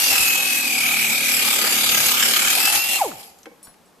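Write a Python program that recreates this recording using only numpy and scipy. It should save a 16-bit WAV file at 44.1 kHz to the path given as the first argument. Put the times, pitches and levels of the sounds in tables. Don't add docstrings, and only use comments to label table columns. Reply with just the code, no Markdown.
import sys
import numpy as np
from scipy import signal
from scipy.fft import rfft, irfft
from scipy.io import wavfile
from scipy.ndimage import map_coordinates

SR = 44100
rng = np.random.default_rng(int(sys.argv[2]) if len(sys.argv) > 2 else 0)


def generate_wav(sig):
    pcm = np.round(np.clip(np.atleast_2d(sig).T, -1, 1) * 32767).astype(np.int16)
    wavfile.write(sys.argv[1], SR, pcm)


N = 176400
T = np.arange(N) / SR
BREAKOUT_S, RELEASE_S = 2.59, 2.979
PORT_HZ, PORT_WIDTH_HZ = 800, 158

# t/s, swing within a stroke/share of speed, random wobble/share of speed
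LOAD = [(0, .003, .003), (.25, .016, .006), (.64, .016, .004), (.78, .068, .006), (1.25, .068, .008),
        (1.55, .075, .035), (2.5, .07, .03), (2.63, .014, .009), (2.8, .001, .001)]
# f/Hz, side against mid/dB
WIDTH = [(100, -8), (500, -10), (1000, -2.5), (2500, 1), (4500, 2), (9000, -4.5), (13000, -6)]


def from_db(db):
    return 10 ** (np.asarray(db) / 20)


def rms_one(x):
    return x / np.sqrt(np.mean(x ** 2) + 1e-20)


def in_time(rows):
    s, *columns = np.transpose(rows)
    return [np.interp(T, s, c) for c in columns]


def coloured(x, points):
    hz, db = np.transpose(points)
    size = 2 * x.shape[-1]
    f = np.maximum(np.fft.rfftfreq(size, 1 / SR), 1)
    gain = from_db(np.interp(np.log(f), np.log(hz), db))
    return irfft(rfft(x, size) * gain)[..., :size // 2]


def filtered(x, kind, hz):
    return signal.sosfilt(signal.butter(2, hz, kind, fs=SR, output="sos"), x)


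def low_noise(hz):
    return rms_one(filtered(rng.standard_normal(N + SR), "low", hz)[SR:])


def resonance(x, hz, width_hz):
    r = np.exp(-np.pi * width_hz / SR)
    poles = [1, -2 * r * np.cos(2 * np.pi * hz / SR), r * r]
    return signal.lfilter(np.array([1, 0, -1]) * (1 - r * r) / 2, poles, x)


def ring(clicks, hz, t60):
    r, w = from_db(-60 / (t60 * SR)), 2 * np.pi * hz / SR
    return signal.lfilter([0, np.sin(w)], [1, -2 * r * np.cos(w), r * r], clicks + 1e-18)


def dying(start, t60):
    return (T >= start) * np.exp(-np.log(1000) * np.maximum(T - start, 0) / t60)


def struck(hits, modes, scatter_db):
    s, db = np.transpose(hits)
    onsets = np.clip(s * SR, 0, N - 1).astype(int)
    out = np.zeros(N)
    for k, (hz, level_db, t60) in enumerate(modes):
        clicks = np.zeros(N)
        clicks[onsets] = from_db(db + level_db + scatter_db * rng.standard_normal(len(s)))
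        out += ring(clicks, hz, t60) * (-1) ** k
    return out


def spread(pair):
    mid, side = pair[0], coloured(pair[1], WIDTH)
    return rms_one(np.array([mid + side, mid - side]))


def wavering(x, patch_hz=598, patches_per_s=14):
    hz, s, spectra = signal.stft(x, SR, nperseg=512)
    grid = np.meshgrid(hz / patch_hz, s * patches_per_s, indexing="ij")
    patches = map_coordinates(rng.standard_normal((100, 140)), grid, order=3, mode="mirror")
    depth_db = np.interp(hz, [4000, 12000], [2, 3])[:, None]
    return signal.istft(spectra * from_db(depth_db * patches), SR, nperseg=512)[1][:, :N]


def reflections(delay, t60):
    size = int((delay + t60) * SR)
    mid, side = (rng.standard_normal((2, SR)) * dying(delay, t60)[:SR])[:, :size]
    side = coloured(side, WIDTH)
    return rms_one(np.array([0.78 * mid + side, 0.69 * mid - side])) / np.sqrt(size)


def room_tail(low_t60=0.73, treble_t60=0.25, crossover_hz=3450):
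    tail = np.zeros((2, SR))
    for kind, t60 in ("low", low_t60), ("high", treble_t60):
        band = filtered(reflections(delay=0.018, t60=t60), kind, crossover_hz)
        tail[:, :band.shape[1]] += band
    return tail


def workshop(x, near_db, room_db, crossfade_s=.2):
    x = np.atleast_2d(x)
    out = x + from_db(room_db) * signal.fftconvolve(x, room_tail(), axes=1)[:, :N]
    for s in np.arange(0, T[-1] + crossfade_s, crossfade_s):
        span = np.flatnonzero(abs(T - s) < crossfade_s)
        piece = x[:, span] * np.cos(np.pi / 2 * (T[span] - s) / crossfade_s)
        echo = signal.fftconvolve(piece, reflections(delay=0.00045, t60=0.042), axes=1)[:, :N - span[0]]
        out[:, span[0]:span[0] + echo.shape[1]] += from_db(near_db) * echo
    return out / np.sqrt(1 + from_db(near_db) ** 2 / 3)


def room_tone():
    # f/Hz, gain/dB
    colour = [(15, -43), (30, -30), (60, -10.5), (115, -17), (190, -0.5), (300, -7), (450, -6.5),
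              (1000, -9.5), (2000, -18), (5000, -22), (9000, -24.5), (14000, -26)]
    noise = rng.standard_normal(N) + 0.68 * rng.standard_normal((2, N))
    return from_db(-54.5) * rms_one(coloured(noise, colour))


def rumble(level_db=-69, lean_left_db=10.5):
    fade = np.interp(T, [RELEASE_S, RELEASE_S + 0.27], [1, .2])
    sides = filtered([low_noise(82), low_noise(75)], "high", 28)
    return from_db(level_db + lean_left_db * np.array([[1], [-1]])) * fade * sides


def bumps():
    # t/s, level/dB, upper edge/Hz
    thuds = [(0.108, -40, 110), (0.194, -32.5, 151), (2.758, -47, 240), (3.671, -49, 1100),
             (3.975, -64, 300)]
    return sum(from_db(db) * dying(s, t60=0.19) * low_noise(hz) for s, db, hz in thuds)


def knocks():
    # t/s, level/dB
    hits = [(3.458, -49), (3.467, -40.5), (3.514, -51.5)]
    # f/Hz, gain/dB, t60/s
    modes = [(219, -12, 0.25), (304, 2.5, 0.12), (477, 8.5, 0.082), (549, 2, 0.095), (804, 1, 0.044),
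             (1060, -5, 0.098), (1560, -8, 0.047), (2230, -7, 0.11)]
    return struck(hits, modes, scatter_db=0.5)


def offcut(skitter_db=-12.5, jingle_db=-13):
    # t/s, level/dB
    landings = [(3.629, -45), (3.647, -48), (3.857, -65)]
    # f/Hz, gain/dB, t60/s
    modes = [(4118, -22, 0.2), (4580, -19, .17), (5500, -19, .14), (6400, -22, .1), (7050, -23, .12),
             (7950, -7, .08), (8600, -12, .12), (9900, -1, 0.15), (11550, -17, .08), (12050, -17, 0.074),
             (12600, -19, .08), (13160, -14, .1)]
    envelope = sum(from_db(db + skitter_db) * dying(s, t60=0.094) for s, db in landings)
    skitter = envelope * rng.standard_normal(N)
    jingle = sum(ring(skitter, hz, t60) * from_db(db + jingle_db) for hz, db, t60 in modes)
    pings = struck(landings, modes, scatter_db=2.5)
    return pings + jingle + resonance(skitter, hz=7800, width_hz=6000)


def snaps(attack_s=0.0019, t60=0.033):
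    # t/s at mid-attack, level/dB, centre f/Hz
    bursts = [(2.61, -21, 5000), (2.657, -14.5, 5150), (2.731, -21, 8000), (2.758, -16, 3480),
              (2.968, -31, 7000), (3.116, -30, 1250), (3.229, -37.5, 3480), (3.387, -45, 7000),
              (3.431, -42, 5360), (3.457, -34, 1880), (3.67, -41.5, 1180), (3.74, -49, 2000)]
    out = np.zeros(N)
    for s, db, hz in bursts:
        envelope = np.clip((T - s) / attack_s + .5, 0, 1) * dying(s - attack_s / 2, t60)
        out += from_db(db) * envelope * rms_one(resonance(rng.standard_normal(N), hz, 0.5 * hz))
    return out


def sheet(strokes):
    # f/Hz, relative level/dB, t60/s
    modes = [(150.5, -9, 0.12), (223, 3, .14), (261, 1.5, 0.18), (297, -3.5, 0.11), (329, -2, 0.18),
             (406, -2.5, 0.12), (500.5, -4.5, 0.21), (549, -3, 0.13), (771, 3.5, 0.1)]
    # t/s, level/dB
    thump = [(0, -52), (.3, -44.5), (.65, -41), (1.0, -42), (1.4, -40.5), (2.0, -39.5), (2.45, -40.5),
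             (2.65, -43), (2.8, -69), (3, -120)]
    # t/s, level/dB at 3 times the stroke rate, level/dB at 4 times
    flex = [(.6, -75, -72), (.85, -64, -53), (1.15, -57, -48.5), (1.4, -51, -64), (1.75, -51.5, -69),
            (2.02, -47.5, -42), (2.12, -51, -55), (2.6, -75, -66), (2.8, -110, -110)]
    pushes = [(s, 0) for s in T[1:][np.diff(np.floor(strokes)) > 0]]
    drone = filtered(struck(pushes, modes, scatter_db=3.0), "high", 90)
    hum = sum(from_db(db) * np.sin(2 * np.pi * order * strokes)
              for order, db in enumerate(in_time(flex), 3))
    return from_db(in_time(thump)[0]) * rms_one(drone) + hum * from_db(2 * low_noise(22))


def spin_down(vanes, port_db=17.5):
    # t/s, vane tone/dB, its octave/dB
    coast = [(2.97, -50, -45), (2.99, -38, -46), (3.008, -37, -46), (3.015, -28, -42), (3.023, -28, -42),
             (3.031, -34, -40), (3.062, -27, -42), (3.08, -35, -46), (3.12, -43, -48), (3.2, -62, -64),
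             (3.26, -90, -90)]
    tone = sum(from_db(db) * np.sin(2 * np.pi * order * vanes)
               for order, db in enumerate(in_time(coast), 1))
    tone = tone * (T > RELEASE_S) * (1 + 0.19 * low_noise(320))
    return tone + from_db(port_db) * resonance(tone, PORT_HZ, PORT_WIDTH_HZ)


def motion(first_stroke_s=.0208, coast_s=.073, bite_share=0.17):
    # t/s, stroke rate/Hz
    pace = [(0, 44.2), (.1, 43.4), (.15, 41.2), (.28, 40.4), (.62, 40.35), (.76, 37.45), (1.02, 37.75),
            (1.25, 37.15), (1.5, 36.5), (2.05, 35.75), (2.45, 36.15), (2.62, 41.5), (2.76, 42), (2.81, 43),
            (2.97, 43.4)]
    speed = in_time(pace)[0] * np.exp(-np.maximum(T - RELEASE_S, 0) / coast_s)
    strokes = np.cumsum(speed) / SR - first_stroke_s * speed[0]
    swing, wobble = in_time(LOAD)
    surge = np.interp(strokes % 1, [0, 1 - bite_share, 1], [-1, 1, -1])
    vanes_per_stroke = 31.7
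    vanes = vanes_per_stroke * np.cumsum(speed * (1 + swing * surge + wobble * low_noise(117))) / SR
    return strokes, vanes


def motor(strokes, vanes, jitter_rad=.12, roughness=.22, throb_depth=.4):
    # t/s, level/dB
    whine = [(0, -28.5), (.12, -27), (.27, -23.5), (.55, -26), (.7, -25.5), (.85, -22.5), (1.05, -23),
             (1.3, -25.5), (1.55, -33), (2.2, -35), (2.5, -27), (2.57, -31), (2.69, -22.5), (2.73, -36),
             (2.81, -25), (2.89, -32), (2.95, -25), (2.98, -28)]
    # t/s, level/dB at 3 times the vane rate, level/dB at 4 times
    squeal = [(0, -40, -34), (.12, -40, -31), (.25, -46, -45), (2.5, -46, -46), (2.6, -44, -31),
              (2.67, -42, -30), (2.72, -40, -44), (2.8, -37, -46), (2.87, -43, -46), (2.95, -33, -45)]
    phase = 2 * np.pi * vanes + jitter_rad * low_noise(150)
    levels_db = in_time(whine) + in_time(squeal)
    tone = sum(from_db(db) * np.sin(order * phase) for order, db in enumerate(levels_db, 2))
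    loaded = np.clip(in_time(LOAD)[0] / .016, .2, 1)
    throb = loaded * throb_depth * np.cos(2 * np.pi * (strokes + 0.15))
    driven = np.exp(-np.maximum(T - RELEASE_S, 0) / .008)
    return np.sqrt(2) * tone * (1 + throb + roughness * low_noise(230)) * driven


def exhaust(strokes, vanes, air_db=2.5, pulse_depth=0.17, flutter_depth=0.12, free_port_db=4):
    # t/s, relative level/dB
    air = [(0.0, -19), (0.12, -18.5), (0.58, -24.5), (1.24, -23), (1.34, -21), (2.02, -21), (2.56, -20.5),
           (2.67, -20), (2.72, -22), (2.76, -18.5), (2.8, -25), (2.96, -22.5)]
    # t/s, level/dB
    bleed = [(2.97, -38), (2.985, -23.5), (3.02, -27), (3.1, -38), (3.17, -42.5), (3.2, -39.5), (3.26, -45),
             (3.35, -57.5), (3.5, -65.5), (4, -92.5)]
    # f/Hz, gain/dB
    colour = [(60, -32), (100, -32.5), (240, -20), (470, -20.5), (610, -19.5), (780, -13.5), (1030, -18.5),
              (1300, -15), (1800, -15.5), (2500, -9), (3300, -14), (4100, -14.5), (5200, -13), (5900, -14),
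              (7700, -10.5), (8900, -13), (10500, -12), (12100, -8.5), (14000, -13.5)]
    running = T < RELEASE_S
    level = from_db(np.where(running, in_time(air)[0] + air_db, in_time(bleed)[0]))
    pulse = 1 + running * pulse_depth * np.cos(2 * np.pi * strokes)
    puffs = rng.standard_normal((2, N)) * (1 + flutter_depth * np.cos(2 * np.pi * vanes))
    sputter = from_db(3.24 * np.tanh(low_noise(310)))
    hiss = coloured(puffs * sputter, colour)
    free = running * np.clip((T - BREAKOUT_S) / 0.14, 0, 1)
    port = from_db(free_port_db) * free * resonance(hiss, PORT_HZ, PORT_WIDTH_HZ)
    return level * pulse * spread(hiss + port)


def shearing(strokes, cracks_per_s=5000, size_spread_db=3, bite_scatter_db=2.4):
    # t/s, level/dB
    crunch = [(0, -34), (.15, -28), (.3, -38), (.65, -42), (.8, -33), (1.3, -30), (1.6, -24.5), (2.0, -23),
              (2.5, -23), (2.62, -26), (2.76, -26), (2.79, -70), (3, -120)]
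    # f/Hz, gain/dB
    colour = [(150, -14), (400, -3.5), (780, -2.5), (1000, -5.5), (1250, 1.5), (1650, 4.5), (1830, -0.5),
              (2300, 1), (3200, 8), (4000, -7.5), (4700, 6), (5900, -9.5), (7200, 1.5), (9000, -11),
              (11500, -12), (14000, -8)]
    # f/Hz, width/Hz, gain over the cracks/dB
    housing = [(1234, 26, 8.5), (1600, 100, -3.5), (3650, 66, -17), (6660, 150, 2)]
    sizes = from_db(size_spread_db * np.minimum(rng.exponential(1, (2, N)), 4))
    sizes *= rng.choice([-1, 1], (2, N))
    lead_strokes, decay_strokes = .22, .55
    bite = np.exp(-((strokes + lead_strokes) % 1) / decay_strokes)
    bite *= from_db(bite_scatter_db * np.tanh(low_noise(44)))
    cracking = rng.random(N) < cracks_per_s / SR
    cracks = coloured(sizes * cracking * bite, colour)
    rung = sum(from_db(db) * resonance(cracks, hz, width) for hz, width, db in housing)
    return from_db(in_time(crunch)[0]) * spread(cracks + rung)


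def scene():
    strokes, vanes = motion()
    bright = wavering(exhaust(strokes, vanes) + shearing(strokes)) + snaps()
    body = sheet(strokes) + bumps() + knocks()
    whine = workshop(motor(strokes, vanes), near_db=-12, room_db=-19)
    hoot = workshop(spin_down(vanes), near_db=-14, room_db=-13)
    pings = from_db(5) * workshop(offcut(), near_db=-5, room_db=-4)
    bright = workshop(bright, near_db=-6, room_db=-15)
    body = workshop(body, near_db=-1.5, room_db=-10.5)
    mix = room_tone() + rumble() + pings + body + hoot + whine + bright
    return mix * from_db([[.3], [-.3]])


def record(dry):
    cutoff_hz = 14200
    return signal.sosfilt(signal.ellip(12, .2, 80, cutoff_hz, fs=SR, output="sos"), dry)


dry = scene()
out = record(dry)
generate_wav(out)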